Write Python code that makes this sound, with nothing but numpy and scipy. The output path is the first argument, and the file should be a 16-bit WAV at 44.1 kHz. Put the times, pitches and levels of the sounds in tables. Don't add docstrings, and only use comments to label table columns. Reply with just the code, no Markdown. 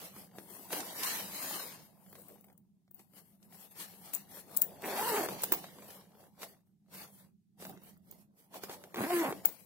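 import sys
import numpy as np
from scipy import signal
from scipy.fft import rfft, irfft, next_fast_len
from scipy.io import wavfile
from scipy.ndimage import uniform_filter1d, map_coordinates

SR = 44100
rng = np.random.default_rng(int(sys.argv[2]) if len(sys.argv) > 2 else 0)


def how_loud(loudness_db):
    steps = np.asarray(loudness_db, float) / 20
    return 10 ** steps


def master(y):
    cut = np.clip(np.atleast_2d(y).T, -1, 1)
    pcm = np.round(cut * 32767)
    wavfile.write(sys.argv[1], SR, pcm.astype(np.int16))


N = 425565
TIME = np.arange(N) / SR
FAST = next_fast_len(N)


def level(x, db=0):
    return x * how_loud(db) / np.sqrt(np.mean(x ** 2))


def colour(x, points, weight=lambda hz: 1):
    hz = np.arange(FAST // 2 + 1) * SR / FAST + 1e-3
    at, db = np.transpose(points)
    gain = how_loud(np.interp(np.log(hz), np.log(at), db, -120, -120))
    return irfft(rfft(x, FAST) * gain * weight(hz), FAST)[..., :N]


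def resonance(x, hz, width):
    return signal.lfilter(*signal.iirpeak(min(hz, .45 * SR), max(hz / width, .3), fs=SR), x)


def pair(alike_hz, apart=0.9):
    mid, side = rng.standard_normal((2, N))
    side = signal.sosfilt(signal.butter(1, alike_hz, "high", fs=SR, output="sos"), side)
    return mid + apart * side * np.array([[1], [-1]])


def sides(pan_db):
    return how_loud(np.array([pan_db, -pan_db]) / 2).reshape(2, -1)


def walk(rate):
    k = int(SR / rate)
    steps = np.repeat(rng.standard_normal(N // k + 1), k)
    return 1.2 * uniform_filter1d(steps, k)[:N]


def add(out, x, s):
    i = int(s * SR)
    out[:, i:i + x.shape[1]] += x[:, :N - i]


# t/s, left minus right level/dB
HOLDING_SIDE = [(0, -1), (.5, 11), (.8, 1), (1.7, 5), (2.1, 8), (2.9, 11), (3.2, 9), (4.0, 6.5), (4.55, 7),
                (4.9, 4), (5.55, 0), (5.9, 3), (7.5, 1.5), (8.3, -4.5), (8.6, 1), (9.3, 0.5), (9.65, 15.5)]


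def held(s):
    return np.interp(s, *np.transpose(HOLDING_SIDE))


# f/Hz, level/dB per Hz
DRONE_SPECTRUM = [(18, -71), (30, -30), (69, -24), (92, -13.5), (119, -15), (135, -9), (165, -7), (190, 0),
                  (212, -3), (226, -14.5), (420, -26.5), (550, -68.5)]
# t/s, level/dB
GATE_OPENING = [(0.0, -68), (0.54, -69.5), (1.15, -67.5), (3.17, -71.5), (4.7, -69.5), (5.4, -62.5),
                (5.64, -69), (6.42, -72.5), (8.19, -66.5), (8.38, -74.5), (9.14, -67.5), (9.65, -69.5)]


def drone(flex_db):
    gate_slope, gate_s, trim_db = 0.19, 0.028, 6.5
    air = pair(70, apart=.5)
    handling_db = uniform_filter1d(flex_db, int(gate_s * SR)) + 68.5
    db = np.interp(TIME, *np.transpose(GATE_OPENING)) + gate_slope * handling_db
    waver_db = 1.4 * walk(12)
    return level(colour(air, DRONE_SPECTRUM)) * sides(-2.5) * how_loud(db + trim_db + waver_db)


# t/s of the peak, crackle level/dB, rise/s, fall/s, wall flex against crackle level/dB
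SETTING_DOWN = [
    (0.0, -46.5, .1, 0.12, -5.5),
    (.2, -53.5, 0.11, .1, -2),
    (.38, -57, 0.064, 0.12, 2),
    (.54, -55, 0.12, 0.55, -2.5),
    (0.734, -40.5, 0.038, 0.13, -1.5),
    (.8, -48.5, 0.092, 0.35, -1),
    (1.05, -38, 0.13, 0.14, -21),
    (1.17, -42.5, 0.32, 0.18, -5.5),
    (1.519, -41, 0.38, 0.28, -8),
    (1.9, -75, 0.14, 0.66, 5),
]
TURNING_OVER = [(2.17, -62, 0.22, 0.32, -0.5), (2.32, -67.5, 0.048, 0.085, 7),
                (2.499, -78, 0.095, 0.064, 10), (3.0, -64.5, 0.057, 0.08, -5),
                (3.177, -60, 0.056, 0.07, -5), (3.3, -69.5, 0.33, 0.1, -6.5),
                (3.45, -71, 0.078, 0.078, -1.5), (3.54, -61.5, 0.058, 0.14, -3.5),
                (3.62, -56.5, 0.092, 0.1, -9), (3.718, -59.5, .02, 0.033, -10),
                (3.81, -46.5, 0.06, 0.073, -7.5), (3.9, -57.5, 0.083, 0.25, -5),
                (4.051, -54, 0.046, 0.14, -6.5), (4.142, -51.5, 0.023, .13, -7),
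                (4.37, -52.5, 0.12, 0.085, -4), (4.58, -55, 0.16, 0.2, -0.5), (4.72, -63, .1, .09, 3)]
FINGERING = [(5.33, -49.5, 0.57, 0.069, 7.5), (5.43, -48.5, 0.11, 0.12, -1.5),
             (5.539, -50.5, 0.077, 0.21, 1), (5.922, -57.5, 0.31, 0.17, 1), (6.222, -64.5, 0.13, 0.11, 5),
             (6.434, -50, 0.049, 0.04, -2), (6.47, -60, 0.13, .12, -1.5), (6.671, -83, .03, 0.08, 1),
             (6.95, -55.5, 0.049, 0.1, -6.5), (7.0, -51.5, 0.08, 0.1, -5), (7.2, -63.5, 0.25, 0.095, -3.5),
             (7.619, -55.5, 0.036, 0.16, -3), (7.7, -70.5, 0.079, 0.12, 16.5),
             (7.869, -62, 0.094, 0.11, -2), (8.119, -66, 0.095, 0.091, -1.5),
             (8.21, -67.5, 0.12, 0.053, -4.5), (8.397, -67, 0.048, 0.12, -6), (8.561, -52, 0.046, 0.047, 3),
             (8.64, -52.5, .04, 0.041, -1.5), (8.72, -54, 0.078, 0.083, 5.5), (8.83, -65.5, 0.11, 0.097, 4),
             (9.38, -59, 0.67, 0.071, 6.5), (9.46, -52, 0.027, 0.095, 2), (9.6, -64.5, 0.59, 0.12, -3.5)]


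def hands(shake_db, on):
    swell_db, swell_curve = 20, 1.55
    flex_slope, rustle_slope = 0.71, 0.92
    soft_loss = 0.28
    still_db, shake_share_db = np.array([-104, -110, -105]), np.array([[-16.], [-7.5], [0]])
    coarse = TIME[::64]
    shaken = (on * how_loud(2 * uniform_filter1d(shake_db, size=3000)))[::64]
    power = how_loud(2 * still_db)[:, None] + shaken * how_loud(2 * shake_share_db)
    for moves, rustle_db in zip((SETTING_DOWN, TURNING_OVER, FINGERING), (-7, -6, -3)):
        for s, db, rise, fall, flex_db in moves:
            late = coarse - s
            pace = np.where(late < 0, max(rise, .01), max(fall, .01))
            fade = swell_db * np.abs(late / pace) ** swell_curve
            flex = db + flex_db - flex_slope * fade
            rustle = db + rustle_db + soft_loss * (db + 49.0) - rustle_slope * fade
            power += how_loud(2 * np.array([flex, rustle, db - fade]))
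    return [np.interp(TIME, coarse, 10 * np.log10(p)) for p in power]


def patchy(x, depth_db, band_hz, hold_s):
    hz, s, cells = signal.stft(x, SR, nperseg=512)
    field = rng.standard_normal((200, 800))
    at = np.meshgrid(hz / band_hz, s / hold_s, indexing="ij")
    gain = how_loud(depth_db * map_coordinates(field, at, order=1, mode="wrap"))
    return signal.istft(cells * gain, SR, nperseg=512)[1][:, :N]


# f/Hz, level/dB per Hz
FILM_SPECTRUM = [(150, -34), (260, 0.5), (658, -0.5), (836, -2), (1430, -12.5), (1810, -9.5), (2470, -11.5),
                 (2740, -11), (3360, -12), (4070, -11.5), (6470, -12.5), (12600, -3), (15800, -8)]


def film(layers_db, tooth):
    slips = (rng.random(N) < 600 / SR) * how_loud(np.minimum(4.7 * rng.exponential(size=N), 11))
    grain = 18.0 + signal.lfilter([1], [1, -np.exp(-1 / (0.014 * SR))], slips)
    low, high = (lambda hz, e=e: 1 / (1 + (hz / e) ** 9) for e in (994, 6700))
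    shares = [low, lambda hz: high(hz) - low(hz), lambda hz: 1 - high(hz)]
    out = 0
    for share, db, trim_db, pan in zip(shares, layers_db, (-3, 2.5, 0), (0.055, 0.36, 1)):
        noise = pair(1220, apart=1.0) * level(grain) * tooth
        layer = colour(noise, FILM_SPECTRUM, lambda hz: np.sqrt(share(hz)))
        out = out + level(layer, trim_db) * how_loud(db + 0.98 * walk(25)) * sides(pan * held(TIME))
    return patchy(out, depth_db=4.5, band_hz=130, hold_s=.05)


def crinkles(flex_db, on):
    count, middle_hz, turns = 1100, 1300, 2
    out, t = np.zeros((2, N)), TIME[:500]
    for when, big, pitch, pan in rng.random((count, 4)):
        i = int(when * N)
        hz = middle_hz * 2 ** (2.4 * pitch - 1.1)
        db = flex_db[i] - 3 * np.log(1 - .95 * big) - 3 * np.log2(hz / middle_hz)
        pop = np.sin(2 * np.pi * hz * t) * np.exp(-t * hz / turns)
        add(out, pop * how_loud(db) * (1 - on[i]) * sides(6 * pan - 3), i / SR)
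    return signal.sosfilt(signal.butter(2, 400, "high", fs=SR, output="sos"), out)


# t/s, peak level/dB, wall pitch f/Hz, snap against thud level/dB
WALL_TAPS = [(0.164, -38.5, 314, -12), (0.166, -47, 700, -20), (0.385, -32.5, 380, -12),
              (.729, -26.5, 776, -3), (.731, -23, 430, -12), (0.804, -32, 460, 5), (1.033, -30.5, 835, 8),
              (1.069, -34, 1600, 8), (2.129, -41.5, 405, -14), (2.154, -39, 715, -10),
              (2.301, -50, 700, -19), (2.408, -96, 1600, -15), (2.443, -49.5, 742, -27),
              (2.501, -51.5, 750, -29), (2.879, -59.5, 740, -28.5), (2.994, -50, 366, -0.5),
              (3.136, -52, 560, -8), (3.428, -69.5, 304, 16), (3.525, -47.5, 700, -14),
              (3.545, -49, 800, -15), (3.8, -50, 850, 11), (4.135, -38.5, 720, 2.5),
              (4.371, -37.5, 480, -20), (4.517, -48, 734, -20), (4.571, -42.5, 755, 5.5),
              (4.626, -41, 674, -3), (4.626, -41, 1800, -10), (4.64, -40, 1800, -10),
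              (4.822, -39, 800, -20), (5.287, -25, 427, -16), (5.288, -30, 900, -20),
             (5.348, -42, 690, -17), (5.436, -22.5, 430, -2.5), (5.521, -19, 970, -14),
             (5.521, -24.5, 332, -25.5), (5.526, -29, 1750, -5.5), (5.529, -29.5, 1510, -9),
             (5.537, -25, 1070, -9.5), (5.547, -33.5, 497, -6), (5.642, -31.5, 665, -23),
             (5.823, -41, 690, -10), (5.905, -42.5, 395, -0.5), (6.419, -36, 651, -3),
             (6.431, -29.5, 674, -7), (6.434, -36, 1300, -8), (7.624, -34.5, 388, -29.5),
             (7.652, -32, 680, -11), (7.775, -43.5, 346, -20), (7.968, -57, 306, -20),
             (8.542, -37, 1045, -16), (8.636, -29, 386, -6.5), (8.696, -30, 426, -21),
             (8.714, -36, 630, -19), (8.839, -38, 700, -10), (8.944, -28, 414, -17),
             (8.944, -47, 895, -20), (8.959, -26, 352, -16), (9.325, -25, 420, -25),
             (9.451, -27, 711, -13),
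              (0.314, -50.5, 571, -15), (0.357, -53, 363, -15), (0.476, -51, 519, -20),
              (0.706, -33.5, 797, -12), (1.203, -30, 773, -17), (1.51, -30, 867, -15),
              (1.99, -74, 433, -15), (2.018, -62, 298, -15.5), (2.064, -51, 342, -14),
              (2.289, -52, 810, -17), (2.485, -55, 748, -23), (2.53, -60, 738, -22),
              (2.578, -71, 568, -15), (2.911, -60, 376, -19), (3.268, -78, 530, -15),
              (3.362, -75, 676, -13), (3.599, -64, 353, -17), (3.767, -54, 474, -17),
              (3.885, -51, 624, -15), (3.937, -48, 425, -12), (5.785, -42, 940, -12),
              (6.01, -49.5, 1010, -14), (6.119, -52, 428, -12.5), (6.152, -55, 673, -15),
              (6.183, -64, 735, -16), (6.206, -50, 694, -10.5), (6.381, -58, 754, -14.5),
              (6.754, -87, 301.7, -14), (6.862, -69, 359, -16), (6.885, -63, 310, -21),
              (6.941, -43.5, 689, -12), (7.584, -60.5, 301, -11), (7.601, -46, 603, -19.5),
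              (7.818, -52, 300, -15.5), (8.072, -62, 412, -19), (8.124, -49, 418, -18),
              (8.378, -71, 660, -15), (8.405, -68, 353, -15), (8.502, -65, 336, -15),
              (9.495, -45, 458, -15)]


def taps():
    contact_s = .005
    out, t = np.zeros((2, N)), TIME[:1800]
    for s, db, hz, snap_db in WALL_TAPS:
        burst = rng.standard_normal((3, len(t))) * np.exp(-t / contact_s)
        burst[:, 0] += [8, 2.5, 2.5]
        thud = resonance(burst[0], hz, .24 * hz) + .3 * resonance(burst[0], 1.8 * hz, 2.2 * hz)
        snap = resonance(burst[1:], 5100, 7000)
        hit = thud / np.abs(thud).max() + how_loud(snap_db) * snap / np.abs(snap).max()
        add(out, hit * how_loud(db) * sides(-0.005), s)
    return out


# f/Hz, level/dB, time to fade 60 dB t60/s
TAB_MODES = [(15380, 0, .009), (15240, -19, .11), (15130, -23, .1), (14100, -5, .003), (12900, -3, .003),
             (11700, -2, .003), (10500, -4, .003), (9300, -7, .003), (8200, -8, .004), (6800, -12, .003),
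             (5300, -17, .002), (3710, -21, .002)]
# t/s, peak level/dB, lower modes against top level/dB
TAB_CLINKS = [(.6669, -49, -18), (0.7047, -60, -2), (0.7796, -39, -16), (0.843, -44, -14),
              (2.128, -48, -10), (2.1869, -52, -14), (2.218, -48, 0), (2.2842, -46, -4),
              (2.4093, -51, -4), (2.445, -54, 4), (2.4673, -61, -1), (2.5278, -60, -5),
              (2.578, -55.5, -1.5), (2.9128, -45, -10), (2.946, -44, -25), (3.53, -56, -20),
              (4.135, -31, 3), (4.138, -28.5, -3), (4.144, -31, 9), (4.149, -25, -2), (4.5151, -51, 5),
              (4.548, -47.5, 10), (4.565, -29.5, 3), (4.616, -30.5, 2), (4.567, -26.5, 2),
              (4.5717, -15.5, -1), (4.6183, -11.5, -2), (4.624, -25, 2), (4.6384, -34, 5),
              (4.8209, -43, 15), (5.2949, -38, -16), (5.3892, -51, -8), (5.4205, -28, 2),
                  (5.4345, -22, 4), (5.4385, -17.5, 4), (5.441, -22, 3), (5.5215, -15, -4),
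                  (5.5242, -10.5, -5.5), (5.538, -24, -18.5), (5.562, -34.5, -10), (5.72, -55, -26),
                  (7.6443, -42.5, -21), (7.6685, -35, -15), (7.6954, -41, 2), (7.835, -44, -13),
                  (7.975, -58, 4), (8.112, -38.5, -5), (8.5445, -43, -22), (8.565, -46, 2),
                  (8.5879, -51, -11), (8.6364, -36, -3), (8.7116, -46, 0), (8.765, -54, 2),
                  (8.8383, -53, -15), (8.946, -41, -16), (9.452, -34, -3), (9.4552, -11, -6),
                  (9.458, -17, -7.5)]


def clinks():
    scuff_s, scuff_db, rattle_s = .005, -16, .0013
    out, t = np.zeros((2, N)), TIME[:4096]
    hz, mode_db, t60 = np.transpose(TAB_MODES)[:, :, None]
    since = t[:700] - scuff_s
    contact = np.where(since < 0, how_loud(scuff_db) * t[:700] / scuff_s, np.exp(-np.abs(since) / rattle_s))
    strike = 1.8 * (np.arange(700) == int(scuff_s * SR))
    for s, db, lower_db in TAB_CLINKS:
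        turn = rng.random((2, len(TAB_MODES), 1))
        gain = how_loud(mode_db + np.where(hz < 14500, lower_db, 0) + 2 * rng.standard_normal(hz.shape))
        ring = np.sum(gain * np.sin(2 * np.pi * (hz * t + turn)) * how_loud(-60 * t / t60), axis=1)
        ring *= np.sin(np.pi / 2 * np.minimum(t / .0004, 1)) ** 2
        hit = signal.fftconvolve(ring, (contact * rng.standard_normal(700) + strike)[None])
        peak = np.abs(resonance(hit, TAB_MODES[0][0], 2900)).max()
        add(out, hit / peak * how_loud(db + 0.5) * sides(1.5 * held(s)), s - scuff_s)
    return out


# t/s, teeth per second f/Hz, level/dB, octave against tooth tone level/dB,
# knock against buzz level/dB
OPENING_PULL = [
    (4.815, 163.1, -63.5, -5.5, -8.5),
    (4.839, 186, -43, 6, -1),
    (4.935, 215, -43.5, 8.5, 1),
    (4.966, 313.9, -40.5, 12.5, -5),
    (4.995, 391.9, -36, 14.5, -7),
    (5.015, 435.1, -36.5, 2, -12),
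    (5.072, 494, -38.5, 5, -3),
    (5.094, 476, -36.5, 5, -3),
]
OPENING_SLOWS = [
    (5.116, 434, -36.5, -2, -8),
    (5.14, 420.9, -33.5, -8, -7.5),
    (5.166, 431, -34, -1, -4),
    (5.184, 415, -34.5, -1.5, -7.5),
    (5.22, 310.9, -36.5, -2, -8),
    (5.26, 186, -41.5, 8, -6.5),
]
CLOSING_PULL = [
    (8.968, 175, -41, 2, -5),
    (9.004, 208, -34, -8, -5),
    (9.05, 285, -35, -10, -9),
    (9.09, 318, -44, -2, -8),
]
CLOSING_RUN = [
    (9.106, 332, -31.5, 2, -16),
    (9.13, 352, -30, -5, -16),
    (9.152, 343, -30.5, -36, -11),
    (9.19, 345, -30.5, -12, -13),
    (9.222, 348, -29.5, -26, -10),
    (9.234, 300, -34, 12, -7),
    (9.276, 296, -37, 3, -3),
    (9.292, 195, -38, -8, -5),
    (9.314, 190, -40, -6, -6),
]


def slider():
    strokes = OPENING_PULL + OPENING_SLOWS, CLOSING_PULL + CLOSING_RUN
    rows, on = [], 0
    for stroke, smooth, stumble, shake_db in zip(strokes, (.15, .1), (.55, 1.35), (-2, -10)):
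        s, hz, db, octave_db, knock_db = np.transpose(stroke)
        rough = smooth + stumble * (1 - hz / hz.max())
        rows.append([s, hz, db, rough, octave_db, knock_db, db + shake_db])
        on = on + (TIME >= s[0]) * (TIME < s[-1] + .005)
    s, *columns = np.hstack(rows)
    return [np.interp(TIME, s, c) for c in columns] + [uniform_filter1d(1. * on, size=300)]


# f/Hz, width f/Hz, level/dB
WALL_MODES = [(214, 79, -5), (378, 100, 0), (700, 190, -2), (1100, 170, -4), (1600, 160, -9)]
# f/Hz, width f/Hz, level/dB
TAPE_MODES = [(640, 380, 1), (1020, 350, -1), (1650, 500, -2), (2600, 1600, -2)]


def teeth(hz, db, rough, octave_db, knock_db, on):
    rough = np.clip(rough, 0, 1)
    wobble_db = .3 * walk(70)
    turns = np.cumsum(hz * how_loud(wobble_db + 9 * rough ** 2 * walk(250))) / SR
    size = how_loud((2.0 + 1.1 * rough) * rng.standard_normal(N // 40)[turns.astype(int)])
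    sharp = np.clip(3.4 + .09 * octave_db, 2, 3.8)
    swing = sharp * np.cos(2 * np.pi * turns)
    second = np.tanh((octave_db + 5 * walk(40) + 3.0) / 15)
    push = (np.exp(swing) + second * np.exp(-swing)) / np.exp(sharp)
    scrape = (.4 + 2.6 * rough) * pair(600)
    drive = size * (push - uniform_filter1d(push, size=400) + push * scrape)
    wall = sum((-1) ** k * how_loud(g) * resonance(drive, f, w) for k, (f, w, g) in enumerate(WALL_MODES))
    even = np.sqrt(uniform_filter1d(np.mean(wall ** 2, axis=0), size=1200))

    flare = size * push
    rasp = resonance(resonance(flare * pair(900), 1600, 1400), 1600, 1400)
    rasp_db = -10.5 + 0.2 * octave_db + .4 * (knock_db + 7.5)
    wall = wall + how_loud(rasp_db) * even * level(rasp)

    sharpness_hz, slow_hz = 2200, 330
    knock = size * np.exp((sharpness_hz / hz) ** 2 / 2 * (swing / sharp - 1))
    slow = np.clip((slow_hz - hz) / 90, .15, 1)
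    tape = 0
    for k, (f, w, g) in enumerate(TAPE_MODES):
        mode = how_loud(g + 4 * walk(45)) * resonance(knock, f, w)
        tape = tape + (-1) ** k * mode * (1 if k else slow)
    wall = wall + how_loud(knock_db) * even * tape / np.sqrt(uniform_filter1d(tape ** 2, size=1200) + 1e-12)

    buzz = -wall / even * how_loud(db + 0.5 * walk(45)) * on * sides(-0.52)
    film_flare = 1 + on * 0.029 * (flare / uniform_filter1d(flare, size=1200) - 1)
    return buzz, film_flare


def scene():
    *control, shake_db, on = slider()
    buzz, tooth = teeth(*control, on)
    layers_db = hands(shake_db, on)
    hits = clinks() + taps() + crinkles(layers_db[0], on)
    room_t60_s, room_db, buzz_room_db = .18, -14, -1
    t = TIME[:SR // 4]
    tail = rng.standard_normal((2, len(t))) * how_loud(-60 * t / room_t60_s) * (t > .004)
    tail = tail / np.sqrt(np.sum(tail ** 2) / 2)
    room = signal.fftconvolve(hits + how_loud(buzz_room_db) * buzz, tail, axes=1)[:, :N]
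    left, right = hits + buzz + how_loud(room_db) * room + film(layers_db, tooth) + drone(layers_db[0])
    lag = 6.0 - 1.155 * held(TIME)
    return np.array([map_coordinates(left, [np.arange(N) - lag], order=3), right])


def shut_weak_bands(x):
    shut_db, low_hz, high_hz, spared_db = -2.45, 2200, 11500, 5
    hz, _, cells = signal.stft(x, SR, nperseg=1024)
    power = np.mean(np.abs(cells) ** 2, axis=0)
    power = uniform_filter1d(uniform_filter1d(power, size=4, axis=0), size=2, axis=1)
    power = np.log(power + 1e-20)
    sunk = power - uniform_filter1d(power, size=40, axis=0) < np.log(how_loud(2 * shut_db))
    sunk = uniform_filter1d(uniform_filter1d(1. * sunk, size=2, axis=0), size=4, axis=1) > .2
    inside = (hz > low_hz) & (hz < high_hz)
    loud = power[inside].mean(axis=0)
    calm = loud - uniform_filter1d(loud, size=9) < np.log(how_loud(spared_db))
    gain = np.where(sunk & inside[:, None] & calm, .03, 1)
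    return signal.istft(cells * gain, SR, nperseg=1024)[1][:, :N]


def roll_off(x):
    return signal.sosfilt(signal.butter(12, 16820, fs=SR, output="sos"), x)


def record(dry):
    hiss_db, top_hz = -89.5, 15950
    x = dry + how_loud(hiss_db) * resonance(rng.standard_normal(dry.shape), 6000, 14000)
    x = signal.sosfilt(signal.ellip(6, .2, 40, top_hz, fs=SR, output="sos"), x)
    return roll_off(shut_weak_bands(x))


dry = scene()
out = record(dry)
master(out)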